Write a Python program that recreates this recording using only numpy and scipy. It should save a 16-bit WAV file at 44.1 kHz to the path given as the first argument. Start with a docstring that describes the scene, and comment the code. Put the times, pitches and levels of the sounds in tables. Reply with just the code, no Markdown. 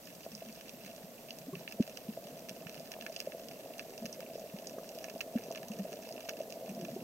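"""Shrimp snaps near and far ring the modes of a camera's waterproof housing gliding over a shell-covered seabed.
Each snap is a click with sparse echoes; two microphones hear every mode at their own level and phase.
Bubbles plink and gurgle as short swelling tones, coloured by air pockets; the housing thumps and rumbles
in the flow as lower tones. Shaped noise makes the water wash and the hiss; a sign-flipped tone whines faintly."""
import sys
import numpy as np
from scipy import signal
from scipy.fft import rfft, irfft
from scipy.io import wavfile

SR = 44100
rng = np.random.default_rng(int(sys.argv[2]) if len(sys.argv) > 2 else 0)


def transcribe(u):
    """Save the signal u as a 16-bit wav file named by the first command-line argument.

    u: samples, shape (n,) or (channels, n), limited to [-1, 1]; the rate is SR.
    q: integer samples, one column per channel.
    """
    v = np.clip(np.atleast_2d(u).T, -1, 1)
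    q = np.round(v * 32767).astype(np.int16)
    wavfile.write(sys.argv[1], SR, q)


N = 310023


def undb(db):
    """Decibels to amplitude gain."""
    return 10 ** (np.asarray(db) / 20)


def level(x, rms_db):
    """Scale to an rms level, taken over all channels."""
    return x * undb(rms_db) / np.sqrt(np.mean(x ** 2))


def add(out, start_s, sound):
    """Mix a short sound into out, cut at the end of out."""
    i = max(int(start_s * SR), 0)
    n = max(min(sound.shape[-1], N - i), 0)
    out[..., i:i + n] += sound[..., :n]


def filtered(x, order, cutoff_hz, kind):
    """Butterworth filter."""
    return signal.sosfilt(signal.butter(order, cutoff_hz, kind, fs=SR, output="sos"), x)


def random_curve(points):
    """Random values joined by straight lines over the whole sound."""
    return np.interp(np.linspace(0, 1, num=N), np.linspace(0, 1, num=points), rng.standard_normal(points))


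def ring(x, pitch_hz, width_hz):
    """One resonance as a rotating, decaying complex arrow; gain 1 at the centre."""
    pole = np.exp((2j * np.pi * pitch_hz - np.pi * width_hz) / SR)
    return signal.lfilter([1 - abs(pole)], [1, -pole], x)


# housing modes: (pitch_hz, width_hz, left_gain_db, right_gain_db, left_lead_rad)
HOUSING_MODES = [(1200, 350, -15, -6, 0.5), (1730, 120, -10, 2, 2.9), (1890, 180, -7.5, -9.5, 1.7),
                 (2170, 350, -4, -14, -1.0), (2630, 190, -1.5, 3.5, -1.6), (2900, 260, -14.5, -1.5, -1.9),
                 (3400, 430, -7.5, -8.0, 2.4), (3990, 450, -11.0, -11.0, -1.7),
                 (4900, 250, -3.5, -1.0, -3.1), (5230, 460, -9.0, -4.0, 1.6), (5990, 580, -9.0, -4.5, 0.1),
                 (6720, 700, -14.5, -9.0, -0.3), (7930, 1720, -13.0, -13.5, -2.0),
                 (9980, 2010, -15.0, -14.5, 2.9), (11560, 1670, -19.5, -18.5, 0.8),
                 (15070, 1570, -18.0, -13.5, 0.6)]


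def housing(force):
    """Modes ring under their forces; each microphone sits at a different place on each mode."""
    out = np.zeros((2, N))
    for k, (pitch_hz, width_hz, left_db, right_db, lead_rad) in enumerate(HOUSING_MODES):
        soft = ring(force[k], pitch_hz, 0.8 * pitch_hz)  # a mode answers little far from its own pitch
        sense = (-1) ** k  # neighbouring modes swing in opposite sense
        motion = sense * ring(soft, pitch_hz, width_hz)
        left = undb(left_db) * (motion * np.exp(1j * lead_rad)).imag
        right = undb(right_db) * motion.imag
        out += np.array([left, right])
    # the ringing keeps little below about 1 kHz
    return filtered(out, 2, 950, "high")


def strike(rows, decay_s, echo_db, scatter_db):
    """Force on each mode: a click, then sparse seabed echoes falling 60 dB per decay time; own colour per snap."""
    BROAD_DB = -35  # weak click at all pitches
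    modes_hz = np.array(HOUSING_MODES)[:, 0]
    force = np.zeros((len(modes_hz), N))
    t = np.arange(SR // 25) / SR
    for (start_s, force_db, pitch_hz, octaves), t60_s in zip(rows, np.broadcast_to(decay_s, len(rows))):
        sparse = rng.standard_normal(len(t)) ** 3 / 4
        burst = undb(echo_db - 60 * t / max(t60_s, .004)) * sparse
        burst[0] = 1  # the click
        burst /= np.linalg.norm(burst)
        colour = undb(-6 * (np.log2(modes_hz / pitch_hz) / octaves) ** 2)
        mode_db = force_db + scatter_db * rng.standard_normal(len(modes_hz))
        gain = (colour + undb(BROAD_DB)) * undb(mode_db)
        add(force, start_s, np.outer(gain, burst))
    return force


# near shrimp snaps: (start_s, force_db, strongest_pitch_hz, breadth_octaves to 6 dB down);
# force_db is before the random scatter over modes
NEAR_SNAPS = [(0.055, -4, 6200, 0.5), (0.072, -5.5, 2300, 2.5), (0.3507, 2, 5800, 0.5),
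              (0.526, -4.5, 5800, 0.6), (0.61, -4.5, 2720, 1.5), (0.6822, -3.5, 3500, 0.5),
              (0.694, -3, 5800, 1.1), (0.9624, -6, 5900, 1), (1.3063, 5, 3700, 0.6),
              (1.3865, 1.5, 10000, 1), (1.5533, -1, 2640, 0.8), (1.601, -7.5, 6000, .5),
              (1.6772, 9, 2640, 0.5), (1.7234, 0, 7000, 3), (1.8254, -0.5, 3700, 1),
              (1.8768, -5.5, 5900, 2.5), (1.9725, 2.5, 5500, 2), (2.487, -5, 3000, 3), (2.4937, 4, 7000, 2),
              (2.6686, 1.5, 1900, 1.1), (2.6949, -2, 5000, 2), (2.744, -5.5, 3000, 2.5),
              (2.7777, -5.5, 2500, 1.5), (2.797, -5, 6300, 1), (2.9178, 5.5, 14000, 2.5),
              (2.938, 0, 2400, 1), (3.0107, 0.5, 3600, 1), (3.023, -4, 2800, 4), (3.064, 10, 1700, 0.56),
              (3.0647, 1.5, 5530, 1.5), (3.1627, 6.5, 4600, 0.9), (3.2022, 8, 9000, 2),
              (3.3207, -2, 2200, 1), (3.4851, -1, 6200, 1.1), (3.512, -4, 2400, 1.1),
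              (3.737, -5, 3200, 0.5), (3.7818, -1, 7800, 1), (3.7942, 5.5, 2700, 1.5),
              (3.9785, -2, 6500, 1), (4.056, 2.5, 6000, 2), (4.0615, 0.5, 6000, 2), (4.1274, 4, 6200, 0.5),
              (4.2048, -3, 8000, 7), (4.225, -4, 2700, -0.5), (4.2637, -1, 2300, 0.2),
              (4.3028, -8, 2700, 0.5), (4.396, -4.5, 5900, 0.5), (4.4985, -8, 2800, 0.5),
              (4.5867, -2.5, 3200, 0.8), (4.671, 7, 5800, .5), (4.7852, 6, 1150, 0.3), (4.891, 1, 6500, 1),
              (4.9867, 0.5, 12000, 2), (5.0422, 1.5, 2800, 2), (5.098, -2.5, 6000, 8.5),
              (5.2066, 8, 2700, 1), (5.2103, 4.5, 5000, 9), (5.375, -0.5, 1800, 0.5),
              (5.3844, -5.5, 5800, 6), (5.4372, -7, 6200, 1.5), (5.5145, -2, 5500, 1),
              (5.5241, -2.5, 11000, 2.5), (5.5493, 1.5, 2200, 1), (5.558, 0, 2600, 2.5),
              (5.5748, -0.5, 2900, 1), (5.6303, -6, 5500, 6), (5.6838, -1.5, 10000, 1.5),
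              (5.8503, -6.5, 9000, 0.5), (5.9288, -1.5, 2700, 1.8), (5.937, -5.5, 6000, 0.6),
              (6.0898, -5, 5930, 2.2), (6.1248, 0, 6160, 0.8), (6.179, -4, 2200, 1), (6.2055, -5, 2600, 5),
              (6.2885, 3.5, 1460, 2), (6.2929, 8, 2600, 3), (6.5037, -3, 8000, 1.5),
              (6.5237, -1, 6500, 1.5), (6.7488, -7, 5800, 1), (6.811, -8, 4000, 3.5),
              (7.0046, -7, 2570, 0.5)]


def near_snaps():
    """Snaps strike the housing one by one, exciting its modes unevenly."""
    return housing(strike(NEAR_SNAPS, decay_s=0.05, echo_db=-25.5, scatter_db=2))


def crackle():
    """Shrimp at middle distance: random snaps, many small and a few large, in flurries."""
    count, flurry_points = int(200 * N / SR), int(14 * N / SR)
    when, size, decay, breadth = rng.random((count, 4)).T
    pitch_hz = 5000 * np.exp(0.51 * rng.standard_normal(count))
    size_db = -5.5 * np.log(1 - 0.9 * size)
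    flurry = np.interp(when, np.linspace(0, 1, num=flurry_points), rng.standard_normal(flurry_points))
    rows = np.column_stack([when * N / SR, size_db + 2.2 * flurry, pitch_hz, 0.29 + 3 * breadth ** 2])
    return housing(strike(rows, 0.047 * (0.55 + decay), echo_db=-24, scatter_db=3.5))


def sizzle():
    """Far shrimp merge into smooth noise on every mode, swelling at random."""
    swell_db = 3.0 * random_curve(60)
    return housing(undb(swell_db) * rng.standard_normal((len(HOUSING_MODES), N)))


def shrimp(t):
    """Near snaps over crackle and sizzle, which grow as the open seabed nears."""
    FAR_DB, FAR_DB_PER_S = -63, 0.31
    far = level(crackle(), 2.24) + level(sizzle(), -8.0)
    return near_snaps() + undb(FAR_DB + FAR_DB_PER_S * t) * far


def stereo_noise(pitch_hz, db_per_hz, alike):
    """Noise with a spectrum for each channel; alike is the correlation of left and right before shaping."""
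    mid, side = rng.standard_normal((2, N))
    alike = np.clip(alike, 0, 1)
    pair = np.sqrt(1 + alike) * mid + np.sqrt(1 - alike) * side * np.array([[1], [-1]])
    pair *= np.sqrt(SR) / 2  # 0 dB per Hz
    bins = np.log(np.fft.rfftfreq(N, 1 / SR) + 1)
    gain = undb([np.interp(bins, np.log(pitch_hz), db) for db in db_per_hz])
    return irfft(rfft(pair) * gain, N)


# water pressure at the microphones: (pitch_hz, level_db_per_hz)
WASH_SPECTRUM = [(20, -99), (40, -94.5), (80, -98), (130, -92), (210, -87), (320, -94), (480, -94),
                 (640, -87), (800, -96), (1100, -101), (1800, -130)]


def wash():
    """Water pressure noise, mostly shared by the microphones."""
    pitch_hz, db_per_hz = np.transpose(WASH_SPECTRUM)
    return stereo_noise(pitch_hz, [db_per_hz, db_per_hz], alike=0.88)


def blips(rows, lead, glide):
    """Short tones that swell for one rise time, die away and glide up; they start lead rise times early."""
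    out = np.zeros(N)
    for time_s, peak_db, pitch_hz, rise_s in rows:
        t = np.arange(int(8 * rise_s * SR)) / SR
        shape = (t / rise_s) ** 2 * np.exp(2 - 2 * t / rise_s)
        tone = np.sin(2 * np.pi * pitch_hz * t * (1 + glide * (t / rise_s - 2)))
        add(out, time_s - lead * rise_s, undb(peak_db) * shape * tone)
    return out


def swarm(per_s, pitches_hz, spread, rise_s, scatter_db):
    """A random stream of blips around some pitches, many small and a few large; rms 1."""
    count = int(per_s * N / SR)
    when, size, choice = rng.random((count, 3)).T
    detune, stretch = rng.standard_normal((count, 2)).T
    pitch_hz = np.array(pitches_hz)[(choice * len(pitches_hz)).astype(int)] * np.exp(spread * detune)
    size_db = -scatter_db * np.log(1 - .9 * size)
    rows = zip(when * N / SR, size_db, pitch_hz, rise_s * np.exp(0.44 * stretch))
    return level(blips(rows, lead=0, glide=0.041), 0)


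# rumble of flow round the housing, before the low cut: (time_s, drive_db)
RUMBLE_DRIVE = [(0, -62.5), (.6, -58), (1.3, -58), (2.8, -58.5), (3.3, -62), (4.1, -57.5), (5.0, -67),
                (5.7, -55), (6.64, -80), (6.69, -49), (7.03, -49)]


def rumble(t):
    """Flow round the housing: a dense swarm of low tones."""
    drive_db = np.interp(t, *np.transpose(RUMBLE_DRIVE))
    return undb(drive_db) * swarm(180, [165, 205, 240], spread=0.1304, rise_s=0.01, scatter_db=8.0)


# gurgle of small bubbles, before the filters and air pockets: (time_s, drive_db)
GURGLE_DRIVE = [(0, -60.5), (3.0, -53), (7.03, -50)]


def gurgle(t):
    """Small bubbles: a swarm of brief tones with the treble softened."""
    drive_db = np.interp(t, *np.transpose(GURGLE_DRIVE))
    stream = swarm(520, [400, 540, 660], spread=0.12, rise_s=0.0016, scatter_db=3.5)
    return filtered(undb(drive_db) * stream, 1, 1600, "low")


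# loud bubbles, before the air pockets and low cut: (time_s, drive_peak_db, pitch_hz, rise_cycles)
BUBBLE_PLINKS = [(0.264, -32, 600, 0.63), (0.421, -39, 644, 1.53), (0.896, -42.5, 620, 1.04),
                 (1.535, -46, 1100, 5), (1.79, -40, 583, 1.36), (1.799, -25.5, 350, 0.71),
                 (1.877, -41.5, 670, 1.44), (2.174, -33, 606, 1.02), (2.512, -38, 420, 0.3),
                 (2.613, -41, 560, 0.88), (2.804, -41, 620, 1.07), (2.954, -39, 611, 0.72),
                 (2.966, -34.5, 670, 0.53), (2.988, -37, 625, 0.77), (3.099, -36.5, 630, 1.33),
                 (3.273, -31, 555, 1.37), (3.348, -36.5, 504, 0.91), (3.66, -38.5, 655, 0.87),
                 (3.707, -42, 550, 0.94), (4.025, -39.5, 693, 1.4), (4.093, -42.5, 546, 1.3),
                 (4.193, -40.5, 540, 2.9), (4.356, -34, 500, 1.2), (4.383, -41.5, 654, 1.5),
                 (4.783, -31, 450, 0.52), (4.831, -35.5, 613, 0.62), (4.911, -39.5, 600, 0.97),
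                 (5.082, -33, 590, 0.75), (5.16, -36, 650, 0.98), (5.353, -37.5, 615, 1.15),
                 (5.509, -29, 616, 0.65), (5.893, -44, 633, 1.3), (5.936, -38, 644, 1.28),
                 (6.109, -41.5, 660, 1.77), (6.288, -34.5, 650, 0.61), (6.405, -30, 597, 1.33),
                 (6.57, -41, 570, 1.6), (6.623, -40, 546, 1.5), (6.643, -42, 620, 0.93),
                 (6.681, -33.5, 649, 0.86), (6.769, -40, 640, 0.52), (6.78, -38, 626, 1.54),
                 (6.889, -42, 564, 1.54), (6.964, -32.5, 374, 2.04)]


def plinks():
    """Each loud bubble is a tone that swells over a few vibrations or less."""
    rows = [(time_s, db, hz, cycles / hz) for time_s, db, hz, cycles in BUBBLE_PLINKS]
    return blips(rows, lead=0.59, glide=0.0015)


# air pockets in the housing: (pitch_hz, width_hz, gain_db)
AIR_POCKETS = [(250, 86, 10), (581, 2.2, 9), (671, 43, 12.5), (762, 71, 3)]


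def air(knocks):
    """Knocks pass straight through and also ring the air pockets inside the housing."""
    ringing = sum(undb(db) * ring(knocks, hz, width_hz).imag for hz, width_hz, db in AIR_POCKETS)
    return knocks + ringing


# thumps of the housing: (time_s, peak_db, pitch_hz, rise_s)
HOUSING_THUMPS = [(0.329, -43.5, 210, 0.014), (0.467, -44.5, 218, 0.019), (0.735, -44.5, 222, 0.0077),
                  (1.037, -43.5, 187, 0.0093), (1.481, -38.5, 265, 0.0086), (1.527, -40.5, 164, 0.015),
                  (1.528, -38.5, 386, 0.011), (1.566, -44.5, 165, 0.0087), (1.803, -16.5, 231, 0.0049),
                  (2.087, -31.5, 216, 0.0079), (2.662, -40.5, 167, 0.0057), (4.018, -39, 221, 0.0093),
                  (4.047, -35, 209, 0.0062), (4.54, -36, 197, 0.0078), (5.356, -22.5, 233, 0.0078),
                  (5.701, -35.5, 213, 0.011), (5.791, -32.5, 195, 0.017), (6.694, -39, 194, 0.011),
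                  (6.751, -41, 218, 0.0076), (6.785, -44, 369, 0.018), (6.79, -45, 187, 0.0081),
                  (6.822, -42.5, 345, 0.014), (6.847, -42, 254, 0.0065), (6.9, -41, 193, 0.0068),
                  (6.929, -39, 215, 0.0082), (6.978, -43, 222, 0.013)]


def thumps():
    """The housing thumps in the flow: low tones that swell and die."""
    return blips(HOUSING_THUMPS, lead=0.26, glide=0.0028)


def water(t):
    """Low sounds squeeze the whole housing, so both microphones hear them alike; only the wash differs."""
    knocks = rumble(t) + air(gurgle(t) + plinks())
    return thumps() + filtered(knocks, 3, 115, "high") + wash()


# microphone hiss spectrum: (pitch_hz, left_relative_db, right_relative_db)
HISS_SPECTRUM = [(50, -9, -9), (230, 12, 12), (380, 9, 9), (800, 3, 3), (1200, 0, 2), (3000, -1, 0),
                 (6000, -1, 1), (9000, -2, -1), (11000, -4, -2.5), (11900, 3, 3), (12400, 0, 2),
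                 (13100, 2, 4), (13600, -1, -1), (14000, 4, 1), (14700, -1, 1), (16000, -2, -1)]


def hiss():
    """Steady shaped noise, partly shared by the channels."""
    pitch_hz, *relative_db = np.transpose(HISS_SPECTRUM)
    return level(stereo_noise(pitch_hz, relative_db, alike=0.2), -56.0)


def whine(t):
    """A tone changing sign 50 times a second, which splits it into lines 50 Hz apart; far stronger right."""
    WHINE_HZ, FLIP_HZ, FLIP_SHARPNESS = 13125, 25, 2.6
    flip = np.tanh(FLIP_SHARPNESS * np.sin(2 * np.pi * FLIP_HZ * t))
    tone = flip * np.sin(2 * np.pi * WHINE_HZ * t)
    return level(tone, -63.0) * undb([[-23], [0]])


def electronics(t):
    """Hiss and whine of the electronics."""
    return hiss() + whine(t)


def scene():
    """Shrimp, water and electronics together."""
    t = np.arange(N) / SR
    return shrimp(t) + water(t) + electronics(t)


def record(dry):
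    """The recorder cuts the top with a steep elliptic low-pass."""
    TOP_HZ, RIPPLE_DB, STOP_DB = 15830, .2, 70
    return signal.sosfilt(signal.ellip(10, RIPPLE_DB, STOP_DB, TOP_HZ, fs=SR, output="sos"), dry)


dry = scene()
out = record(dry)
transcribe(out)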